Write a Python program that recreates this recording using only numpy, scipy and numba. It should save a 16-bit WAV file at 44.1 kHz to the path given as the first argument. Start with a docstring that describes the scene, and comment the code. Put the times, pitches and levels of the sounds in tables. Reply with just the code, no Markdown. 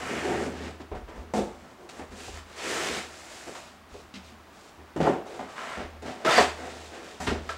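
"""A cardboard box is tipped, dragged, turned and set down on a hollow desk in a small bare room.
Rubbing: random fibre slips drum the walls, boom the panels, scrape the edges and hiss on the paper faces.
Corners knock (noise bursts through box resonances); edges squeak (wavering sines).
Desk: falling-pitch thumps, a long hum of the top and band-passed leg rumble.
Behind: coloured-noise hush and amplifier hiss."""
import sys
import numpy as np
from scipy import signal
from scipy.fft import rfft, irfft
from scipy.io import wavfile
from scipy.ndimage import uniform_filter1d
from numba import njit

SR = 44100
rng = np.random.default_rng(int(sys.argv[2]) if len(sys.argv) > 2 else 0)


def unload_audio(sound):
    """Save the sound as a 16-bit wav file, at the path given as the first command line argument."""
    columns = np.transpose(np.atleast_2d(sound))
    # keep every value between -1 and 1, then stretch to whole-number steps
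    steps = np.round(np.clip(columns, -1, 1) * 32767)
    wavfile.write(sys.argv[1], SR, steps.astype(np.int16))


N = 333837

# background hush spectrum, relative: f/Hz, density/dB
HUSH_SPECTRUM = [(24, -34), (40, -2), (81, 3), (130, -4), (231, 2.5), (382, 0), (467, -4.5), (663, -0.5),
                 (1090, -0.5), (6490, -21), (11000, -27.5), (14800, -29.5), (16000, -23)]
# amplifier hiss spectrum, relative: f/Hz, density/dB
AMP_HISS_SPECTRUM = [(18, -37), (30, 5), (844, -4), (3310, -24.5), (5040, -35), (7270, -36), (10800, -19),
                     (16000, -10.5)]
# weight landing on desk or floor: t/s, level before onset shaping/dB, settled f/Hz, ring to -60 dB/s
THUMPS = [(0.912, -26, 70.0, 0.1), (1.178, -32, 61.4, 0.15), (1.345, -20, 205, 0.28),
          (2.004, -42, 186, 0.15), (2.128, -36, 189, 0.15), (2.274, -34, 79, 0.12), (2.92, -37, 58.8, 0.13),
          (3.468, -54, 129, 0.18), (3.925, -36, 51.1, 0.15), (4.158, -34, 184, 0.2),
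          (4.318, -43, 205, 0.18), (4.782, -51, 79, 0.15), (4.998, -20, 152, 0.3),
          (5.396, -36, 183.4, 0.17), (5.768, -36, 189, 0.17), (6.384, -18.5, 200.6, 0.096),
          (7.28, -17.5, 76.6, 0.11)]
# load shifting on the desk: t/s, rise/s, hold/s, hum fade to -60 dB/s, hum level/dB, rumble level/dB
DESK_LOADS = [(-.05, .05, .08, .5, -53, -62), (.08, .2, 0.11, 3, -46.5, -60), (.3, .04, .002, 3, -54, -52),
              (0.498, .17, 0.003, 0.8, -44, -52), (0.918, 0.056, 0.022, .3, -48, -34.5),
              (1.057, 0.036, .002, -0.1, -44, -54), (1.17, .03, .04, 0.9, -47, -49),
              (1.35, 0.064, .002, 0.3, -46, -43), (1.5, 0.13, 0.31, -0.3, -58, -70),
              (2.002, 0.036, .002, .25, -48.5, -58), (2.088, .04, 0.0028, 1.5, -49, -45),
              (2.27, .1, .01, .5, -43.5, -46), (2.5, 0.19, 0.19, .5, -59.5, -68),
              (2.88, .06, .002, 2, -56, -57), (3.05, .05, .12, .2, -62, -72),
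              (3.55, .12, 0.14, .4, -63, -66), (3.91, .04, .002, 0.7, -53, -50),
              (3.998, 0.063, .03, 0, -58, -68), (4.16, .03, .22, 0.6, -56.5, -70),
              (4.775, .03, .03, 0.7, -52, -78), (4.958, .06, 0.025, .5, -42.5, -45),
              (5.302, 0.14, .08, 0, -61, -70), (5.77, 0.03, 0.0018, .5, -46, -41),
              (5.798, 0.11, 0.14, 0.4, -49, -60), (6.37, .03, .05, 1.2, -42.5, -50),
              (6.5, .15, .24, .25, -52.5, -66), (7.195, .02, 0.0023, 2, -45, -58),
              (7.28, .03, .002, 0.55, -30.5, -36.5), (7.45, .08, .1, .5, -48, -63)]
# edge catching and singing: t/s, f/Hz, level before flutter and envelope/dB, fade to 1/e/s
SQUEAKS = [(6.265, 657, -22, 0.041), (6.27, 1314, -25, 0.054), (6.303, 3590, -27, 0.024),
           (6.311, 4770, -31.5, 0.032), (6.358, 2256, -24.5, 0.027), (6.36, 4780, -27, 0.015),
           (6.382, 1844, -14.5, 0.009), (6.383, 4470, -28, 0.016), (7.202, 746, -41, 0.035),
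           (7.492, 1350, -36.5, 0.038), (7.495, 1580, -40, .03)]
# corners and flaps striking: t/s, ring peak/dB, favoured f/Hz, crack re ring peak/dB, build-up/s,
# rattle to 1/e^3/s
KNOCKS = [(0.798, -36, 229.2, -26, 0.0015, 0.016), (0.916, -29, 418, -31, 0.001, 0.02),
          (0.949, -36, 657, -27, 0.0013, 0.026), (1.085, -39, 342, -24, 0.0018, 0.02),
          (1.337, -23, 785, -22, 0.0013, 0.023), (1.888, -45, 676, -14, 0.0015, 0.023),
          (1.993, -47, 760, -19, 0.002, 0.028), (2.28, -33, 500, -18, .0015, 0.019),
          (2.37, -40, 900, -14, .0015, 0.013), (3.479, -41, 476, -19, 0.0018, 0.014),
          (3.55, -34, 824, -13, 0.0015, 0.018), (3.942, -39.5, 517, -19, 0.0015, 0.02),
          (4.139, -50, 232, -11, 0.0013, 0.023), (4.964, -25.5, 245, -15, 0.0016, 0.03),
          (5.001, -17.5, 400, -28, 0.0013, 0.012), (5.067, -14.5, 735, -32, 0.0018, 0.023),
          (5.081, -16, 367, -40, 0.0011, 0.035), (5.391, -30.5, 790, -25, 0.0016, 0.04),
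          (6.249, -20, 393, -23, 0.0011, 0.0066), (6.379, -6, 694, -27, 0.0034, 0.018),
          (7.203, -33, 830, -13, 0.0013, 0.02), (7.271, -24.5, 340, -24, 0.0014, 0.016),
          (7.308, -20.5, 310, -22, 0.0032, 0.02), (7.4905, -23, 1390, -22, 0.00046, 0.011)]
# strokes of box on box, desk or hand: t/s, rise/s, hold/s, fade to -60 dB/s, wall drumming level/dB,
# then re drumming: panel boom/dB, edge scrape/dB, coarse paper hiss/dB, fine paper hiss/dB;
# fullest wall tone f/Hz
RUBS = [(-.1, .1, .06, 0.82, -39.5, -5, 2.5, -10.5, -9, 497),
        (.04, 0.084, 0.21, 0.81, -34.5, -5.5, -0.5, -15, -13, 406),
        (.22, .12, 0.026, .6, -26.5, -10, -15, -25, -27.5, 402),
        (.38, 0.039, 0.04, 0.32, -35.5, -0.5, -5.5, -17.5, -15.5, 366),
        (.48, .17, 0.034, 0.3, -39, -4, -5, -11.5, -17, 407),
        (0.795, 0.014, .01, 0.13, -40.5, -4, -6, -15.5, -23, 431),
        (0.915, 0.0018, 0.0086, 0.28, -35, -15, -10, -28, -36, 450),
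        (.945, 0.01, 0.013, 0.23, -40, -3, -6.5, -19, -23, 490),
        (1.075, .015, .01, .3, -44, -11, -1.5, -19, -22, 480),
        (1.12, .05, .03, .4, -45, -2, -6, -19, -20.5, 446),
        (1.27, .02, .02, .2, -52, -6, -7, -18, -25, 450),
        (1.336, 0.0024, 0.05, 0.31, -24.5, -7.5, -13, -21, -20, 520),
        (1.45, .05, .22, .3, -52.5, -0.5, -3, -15, -14, 500),
        (1.77, 0.057, .02, 0.47, -47, -11, -12, -28, -20, 430),
        (1.89, 0.00086, .002, .15, -52.5, -2, 6, 6.5, 3.5, 630),
        (1.9, 0.085, .005, 0.44, -47.5, -9, -1.5, -11, -9, 510),
        (1.994, .001, 0.0043, 0.21, -35.5, -4.5, -6.5, -21, -27, 544),
        (2.101, 0.03, .01, .3, -48, -2, -2.5, -9, -9, 460),
        (2.14, 0.076, 0.072, .35, -47, -9, -1, -3, -2, 520),
        (2.31, 0.053, 0.025, 0.19, -51, -6, 4.5, -1, -2.5, 550),
        (2.43, 0.15, 0.089, 0.72, -51.5, -7, 2.5, -4, -6.5, 483),
        (2.553, 0.045, 0.054, .4, -44, -16, 4, -0.5, -3.5, 590),
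        (2.6, .14, 0.086, 0.75, -33.5, -12, 1.5, -6.5, -5, 477),
        (2.8, 0.084, .1, 0.33, -37.5, -5.5, 2, -2.5, -5, 460),
        (3.04, 0.15, 0.39, 0.53, -52, -16, 1.5, -3.5, -0.5, 620),
        (3.28, .05, .08, 0.33, -54, -16, 2, -1, -0.5, 570),
        (3.46, 0.025, .002, 0.25, -39.5, -8, -8.5, -20, -16, 470),
        (3.55, .001, .01, 0.29, -44, -10, 1, -6, -7.5, 610),
        (3.6, 0.022, 0.077, 0.34, -56.5, -3, 0, -2, -6, 610),
        (3.88, 0.056, 0.067, 0.33, -62.5, 0, -1, 3.5, 1, 510),
        (3.94, .001, .002, 0.17, -43.5, -12, -11, -18, -20, 435),
        (3.98, 0.023, .002, 0.12, -52, -3, -11, -8, -13, 390),
        (4.139, .001, 0.022, 0.2, -54, 8, 5.5, 7, -4, 350), (4.22, 0.034, .03, .3, -65.5, 2, 0, 9, 4, 594),
        (4.31, .002, .002, .2, -57, 6, -10, -7, -15, 390),
        (4.5, 0.088, .1, .3, -57.5, -13, -9, -5.5, -4.5, 450),
        (4.77, 0.032, 0.0017, 0.28, -51, -1.5, -12, -32, -39, 400),
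        (4.961, 0.00092, 0.015, 0.24, -31, -0.5, -9.5, -26, -23.5, 387),
        (5.003, .001, 0.037, 0.34, -23.5, -6.5, -10.5, -22, -27.5, 405),
        (5.04, 0.034, 0.022, .35, -22, -7.5, -10.5, -28.5, -30, 460),
        (5.25, .02, 0.1, 0.27, -40.5, -17, -8, -15, -17.5, 445),
        (5.392, 0.0012, 0.0071, 0.54, -39, -4.5, -2, -16, -19, 660),
        (5.46, 0.065, 0.041, 0.42, -49, -7, 2, -7, -9, 540),
        (5.55, 0.045, .15, 0.42, -44.5, -10.5, 7.5, -7, -9, 640),
        (5.769, 0.0016, 0.046, 0.34, -36.5, -7.5, -4, -14.5, -24, 524),
        (5.9, .03, .04, 0.27, -54, -3, -5, -14, -22, 500),
        (6.021, .002, .01, 0.42, -39, -5.5, -10, -16, -18, 443),
        (6.04, 0.041, 0.02, .5, -37.5, -5, -4.5, -11.5, -16, 626),
        (6.18, 0.055, 0.028, .1, -45.5, -6, -4, -14, -16, 570),
        (6.248, 0.0012, .01, 0.43, -24, -6.5, 0, -11, -17.5, 526),
        (6.27, 0.051, 0.063, .12, -28, -16, 6, -3.5, -7.5, 620),
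        (6.369, 0.0063, 0.031, 0.29, -21.5, -10, 1, -7.5, -12.5, 680),
        (6.52, 0.14, .002, 0.93, -39, -9.5, -4, -13, -14.5, 543),
        (6.68, 0.038, 0.16, 0.47, -51, -7, -4, -2.5, -4.5, 615),
        (6.9, 0.057, 0.0026, 0.87, -41.5, -11, -4, -11.5, -15.5, 497),
        (7.0, 0.055, 0.063, 1, -49.5, -8, -1.5, -4.5, -7, 460),
        (7.202, 0.0012, 0.054, .1, -39, -2.5, -2.5, -9.5, -6.5, 700),
        (7.264, 0.015, 0.0058, 0.17, -32, 4.5, 5.5, -3, -11, 453),
        (7.29, 0.021, 0.016, 0.38, -29.5, -8, -9, -16, -25, 370),
        (7.49, .001, 0.0023, 0.36, -40, -14, 0.5, -2.5, -9, 560),
        (7.4, .06, 0.036, .1, -50.5, -8, -3, -6, -9, 500)]
# large-panel resonances: f/Hz, width/Hz, level/dB
PANEL_MODES = [(116, 23.6, -5), (141, 35, -3), (192, 65, -4), (234.4, 29.3, 0.5), (260.6, 28.3, -0.5)]
# wall resonances: f/Hz, width/Hz, level/dB
WALL_MODES = [(312.8, 34.5, 2.5), (370, 26.4, 3.5), (414.4, 29.5, 2.5), (516, 133, -3.5), (578, 25.3, 1.5),
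              (643.5, 75, -1.5), (762, 89, 1.5), (899, 70, -1)]
# edge resonances: f/Hz, width/Hz, level/dB
EDGE_MODES = [(991, 206, -1.5), (1364, 200, -1), (1502, 173, -0.5), (1860, 395, -4), (2207, 256, -2),
              (2470, 355, -5.5), (2950, 370, -5.5), (3540, 430, -12), (4440, 220, -20.5), (5020, 20, -23)]
# paper hiss spectrum, relative: f/Hz, density/dB
PAPER_SPECTRUM = [(1470, -21), (2500, -1.5), (3060, -3.5), (3800, -2.5), (4170, -4), (6250, -8),
                  (7710, -9.5), (12700, -29), (14500, -32), (16000, -37)]
# edge tone favoured by the contact as the box turns: t/s, f/Hz
EDGE_TONE = [(0, 1550), (.2, 1900), (.45, 1520), (.65, 1700), (1.0, 1210), (1.8, 1200), (2.25, 1800),
             (2.5, 1450), (2.65, 1820), (3.4, 1730), (3.9, 1300), (4.15, 1900), (4.5, 1250), (5.2, 1210),
             (5.7, 1380), (6.1, 1660), (6.3, 1450), (6.36, 1790), (6.6, 1450), (6.8, 1710), (7.5, 1400)]

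HUSH_DB, AMP_HISS_DB = -52.5, -73.5  # RMS; the hush then drifts
ROOM_T60_S, ROOM_TREBLE_T60_S, ROOM_DB = 0.33, 0.39, -8
HUM_HZ, HUM_SAG_HZ, RUMBLE_FADE_S = 78, 60, 0.59  # sag per unit of rumble amplitude
BOOM_HZ = 215
TOP_HZ = 15750


def undb(db):
    """dB to amplitude ratio."""
    return 10 ** (np.asarray(db) / 20)


def level(x, db):
    """Scale x to an RMS level in dB."""
    return x * undb(db) / np.sqrt(np.mean(x ** 2))


@njit
def svf(x, hz, q):
    """State-variable band-pass, moving centre and sharpness, unity gain at centre."""
    y, band_state, low_state = np.empty(len(x)), 0., 0.
    for i in range(len(x)):
        g = np.tan(np.pi * hz[i] / SR)
        v = (band_state + g * (x[i] - low_state)) / (1 + g * (g + 1 / q[i]))
        band_state = 2 * v - band_state
        low_state = low_state + 2 * g * v
        y[i] = v / q[i]
    return y


def band(x, hz, q):
    """Fixed band-pass."""
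    return svf(x, np.full(len(x), 1. * hz), np.full(len(x), 1. * q))


def body(x, modes):
    """Sum of resonances with alternating sign."""
    out = np.zeros(len(x))
    for k, (hz, width_hz, db) in enumerate(modes):
        out += (-1) ** k * undb(db) * band(x, hz, hz / width_hz)
    return out


def colour(x, points):
    """Filter x by (Hz, dB) points, interpolated over log frequency."""
    hz, db = np.transpose(points)
    f_hz = np.arange(len(x) // 2 + 1) * SR / len(x) + 1
    gain = undb(np.interp(np.log(f_hz), np.log(hz), db))
    return irfft(rfft(x) * gain, len(x))


def walk(rate_hz):
    """Random levels held 1 / rate_hz and slewed; spread near 0.5."""
    k = int(SR / rate_hz)
    held = np.repeat(rng.standard_normal(N // k + 1), k)
    return 0.65 * uniform_filter1d(uniform_filter1d(held, k), k)[:N]


def swells(rows, gains):
    """Power of each gain column: every row rises smoothly, holds, fades; rows add."""
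    out, t = np.full((gains.shape[1], N), 1e-12), np.arange(N) / SR
    for (s, rise, hold, fade), gain in zip(rows, gains):
        now = slice(max(int(s * SR), 0), int((s + rise + hold + fade) * SR))
        up = np.sin(np.pi / 2 * np.clip((t[now] - s) / max(rise, 1e-4), 0, 1)) ** 1.05
        fading_s = np.maximum(t[now] - s - rise - hold, 0)
        shape = up * np.exp(-np.log(1000) * fading_s / max(fade, .02))
        out[:, now] += (gain[:, None] * shape) ** 2
    return out


def hush():
    """Background: coloured noise whose level drifts slowly."""
    noise = colour(rng.standard_normal(N), HUSH_SPECTRUM)
    return level(noise, HUSH_DB) * undb(1.3 * walk(3))


def amplifier_hiss():
    """Faint steady coloured noise."""
    return level(colour(rng.standard_normal(N), AMP_HISS_SPECTRUM), AMP_HISS_DB)


def room(x):
    """Bare walls: adds a dense decaying noise echo whose treble lasts a little longer."""
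    t = np.arange(SR // 2) / SR
    noise = rng.standard_normal(len(t))
    bass = signal.lfilter(*signal.butter(1, 2500, fs=SR), noise)
    treble = noise - bass
    echo = bass * undb(-60 * t / ROOM_T60_S) + treble * undb(-60 * t / ROOM_TREBLE_T60_S)
    echo = echo * np.clip(t / 0.014, 0, 1)  # gradual build-up
    echo = echo / np.sqrt(np.sum(echo ** 2))
    return x + undb(ROOM_DB) * signal.fftconvolve(x, echo)[:N]


def thumps():
    """Landing weight: soft decaying sines, pitch falling as the panel relaxes."""
    out, t = np.zeros(N + SR), np.arange(SR // 2) / SR
    for s, db, hz, ring_s in THUMPS:
        fade = np.exp(-np.log(1000) * t / max(ring_s, .02))
        onset = 1 - np.exp(-t / 0.0096)
        sag = 1 + 0.2 * np.exp(-t / 0.018)
        tone = np.sin(2 * np.pi * np.cumsum(hz * sag) / SR)
        i = int(s * SR)
        out[i:i + len(t)] += undb(db) * fade * onset * tone
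    return out[:N]


def desk_hum_and_rumble():
    """Shifting load hums the top's lowest mode, flattened by rumble, and rumbles the legs."""
    rows = np.array(DESK_LOADS)
    hum_gain = np.sqrt(swells(rows[:, :4], undb(rows[:, 4:5]))[0])
    # the legs answer sooner and do not hold
    jolts = [(s, rise / 2, 0, RUMBLE_FADE_S) for s, rise in rows[:, :2]]
    rumble_gain = np.sqrt(swells(jolts, undb(rows[:, 5:]))[0])
    hz = HUM_HZ - HUM_SAG_HZ * rumble_gain + 0.84 * walk(8)
    tone = np.sqrt(2) * np.sin(2 * np.pi * np.cumsum(hz) / SR)
    hum = tone * hum_gain * undb(1.3 * walk(12))
    rumble = band(band(rng.standard_normal(N), 52, 1.5), 52, 1.5)
    return hum + level(rumble, -1.1) * rumble_gain


def squeaks():
    """Edge catching: short rough sines, wavering pitch, quick start, slower fade."""
    out = np.zeros(N + SR)
    wobble_n, flutter_n = SR // 300, SR // 250
    for s, hz, db, length_s in SQUEAKS:
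        t = np.arange(int(2 * length_s * SR)) / SR
        waver = uniform_filter1d(rng.standard_normal(SR // 5), wobble_n)[:len(t)] * np.sqrt(wobble_n)
        rough = uniform_filter1d(rng.standard_normal(SR // 5), flutter_n)[:len(t)] * np.sqrt(flutter_n)
        shape = undb(4 * rough) * np.minimum(t / 0.0032, 1) * np.exp(-(t / length_s) ** 2)
        tone = np.sin(2 * np.pi * np.cumsum(hz * (1 + 0.035 * waver)) / SR)
        i = int(s * SR)
        out[i:i + len(t)] += undb(db) * shape * tone
    return out[:N]


def knocks():
    """A crack, then a short rattle ringing the panels, walls and edges nearest its pitch."""
    out, t = np.zeros(N + SR), np.arange(SR // 5) / SR
    for s, db, hz, crack_db, rise_s, rattle_s in KNOCKS:
        noise = rng.standard_normal(len(t))
        rise = np.minimum(t / max(rise_s, 1e-4), 1)
        decay = np.exp(-np.maximum(t - rise_s, 0) / max(rattle_s / 3, .001))
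        push = noise * rise * decay
        push[0] += 6.5  # the blow itself
        ring = body(push, PANEL_MODES + WALL_MODES + EDGE_MODES)
        ring = band(band(ring, hz, 1.37), hz, 1.37)
        crack = band(noise * np.exp(-t / .0012), 3600, 1.0)
        hit = ring / np.abs(ring).max() + undb(crack_db) * crack / np.abs(crack).max()
        i = int(s * SR)
        out[i:i + len(t)] += undb(db) * hit
    return out[:N]


def slips(per_s, spread_db, patchy_db, patch_rate_hz):
    """Fibres letting go: random clicks, a few large, louder and softer in patches."""
    when, size, sign = rng.random(N), rng.exponential(1, N), rng.standard_normal(N)
    gain = undb(spread_db * size + patchy_db * walk(patch_rate_hz))
    return (when < per_s / SR) * sign * gain


def rubbing():
    """Stick-slip drives panels, walls, edges and paper faces."""
    rows = np.array(RUBS)
    wall = undb(rows[:, 4:5])
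    gains = np.hstack([wall, wall * undb(rows[:, 5:9]), wall * np.sqrt(rows[:, 9:])])
    power = swells(rows[:, :4], gains)
    drum_gain, boom_gain, edge_gain, coarse_gain, fine_gain = np.sqrt(power[:5])
    wall_hz = np.clip(power[5] / power[0], 100, 1500)  # power-weighted: strongest stroke dominates
    edge_hz = np.clip(np.interp(np.arange(N) / SR, *np.transpose(EDGE_TONE)), 600, 5000)
    judder = undb(.5 * walk(45))  # grip comes and goes for all parts together

    boom = body(slips(3000, 0.62, 0.97, 42), PANEL_MODES)
    boom = level(band(boom, BOOM_HZ, 1.33), -1.84)

    # hold and contact points favour one stretch of wall and edge
    drum = body(slips(5000, 0.37, 0.23, 70), WALL_MODES)
    drum = level(drum, -4.5) + level(svf(drum, wall_hz, np.full(N, 2.5)), -4.0)
    drum = level(band(drum, 550, 0.53), -1.46)  # heavy walls pass little treble

    scrape = body(slips(9000, 1.37, 0.26, 90), EDGE_MODES)
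    scrape = level(scrape, -15.0) + level(svf(scrape, edge_hz, np.full(N, 1.3)), -1.5)
    scrape = level(scrape, -2.43)

    hiss = colour(slips(14000, 1.0, 0.36, 110), PAPER_SPECTRUM)
    coarse = signal.sosfilt(signal.butter(3, 5800, "low", fs=SR, output="sos"), hiss)
    fine = signal.sosfilt(signal.butter(3, 5800, "high", fs=SR, output="sos"), hiss)
    paper = level(coarse, -0.09) * coarse_gain + level(fine, -1.04) * fine_gain

    return (drum * drum_gain + boom * boom_gain + scrape * edge_gain + paper) * judder


def scene():
    """One microphone feeds both channels; amplifier hiss enters them in opposite polarity."""
    box = room(rubbing() + knocks() + squeaks())
    mid = box + thumps() + desk_hum_and_rumble() + hush()
    side = amplifier_hiss()
    return np.array([mid + side, mid - side])


def record(dry):
    """Steep elliptic low-pass at TOP_HZ."""
    return signal.sosfilt(signal.ellip(10, .2, 70, TOP_HZ, fs=SR, output="sos"), dry)


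dry = scene()
out = record(dry)
unload_audio(out)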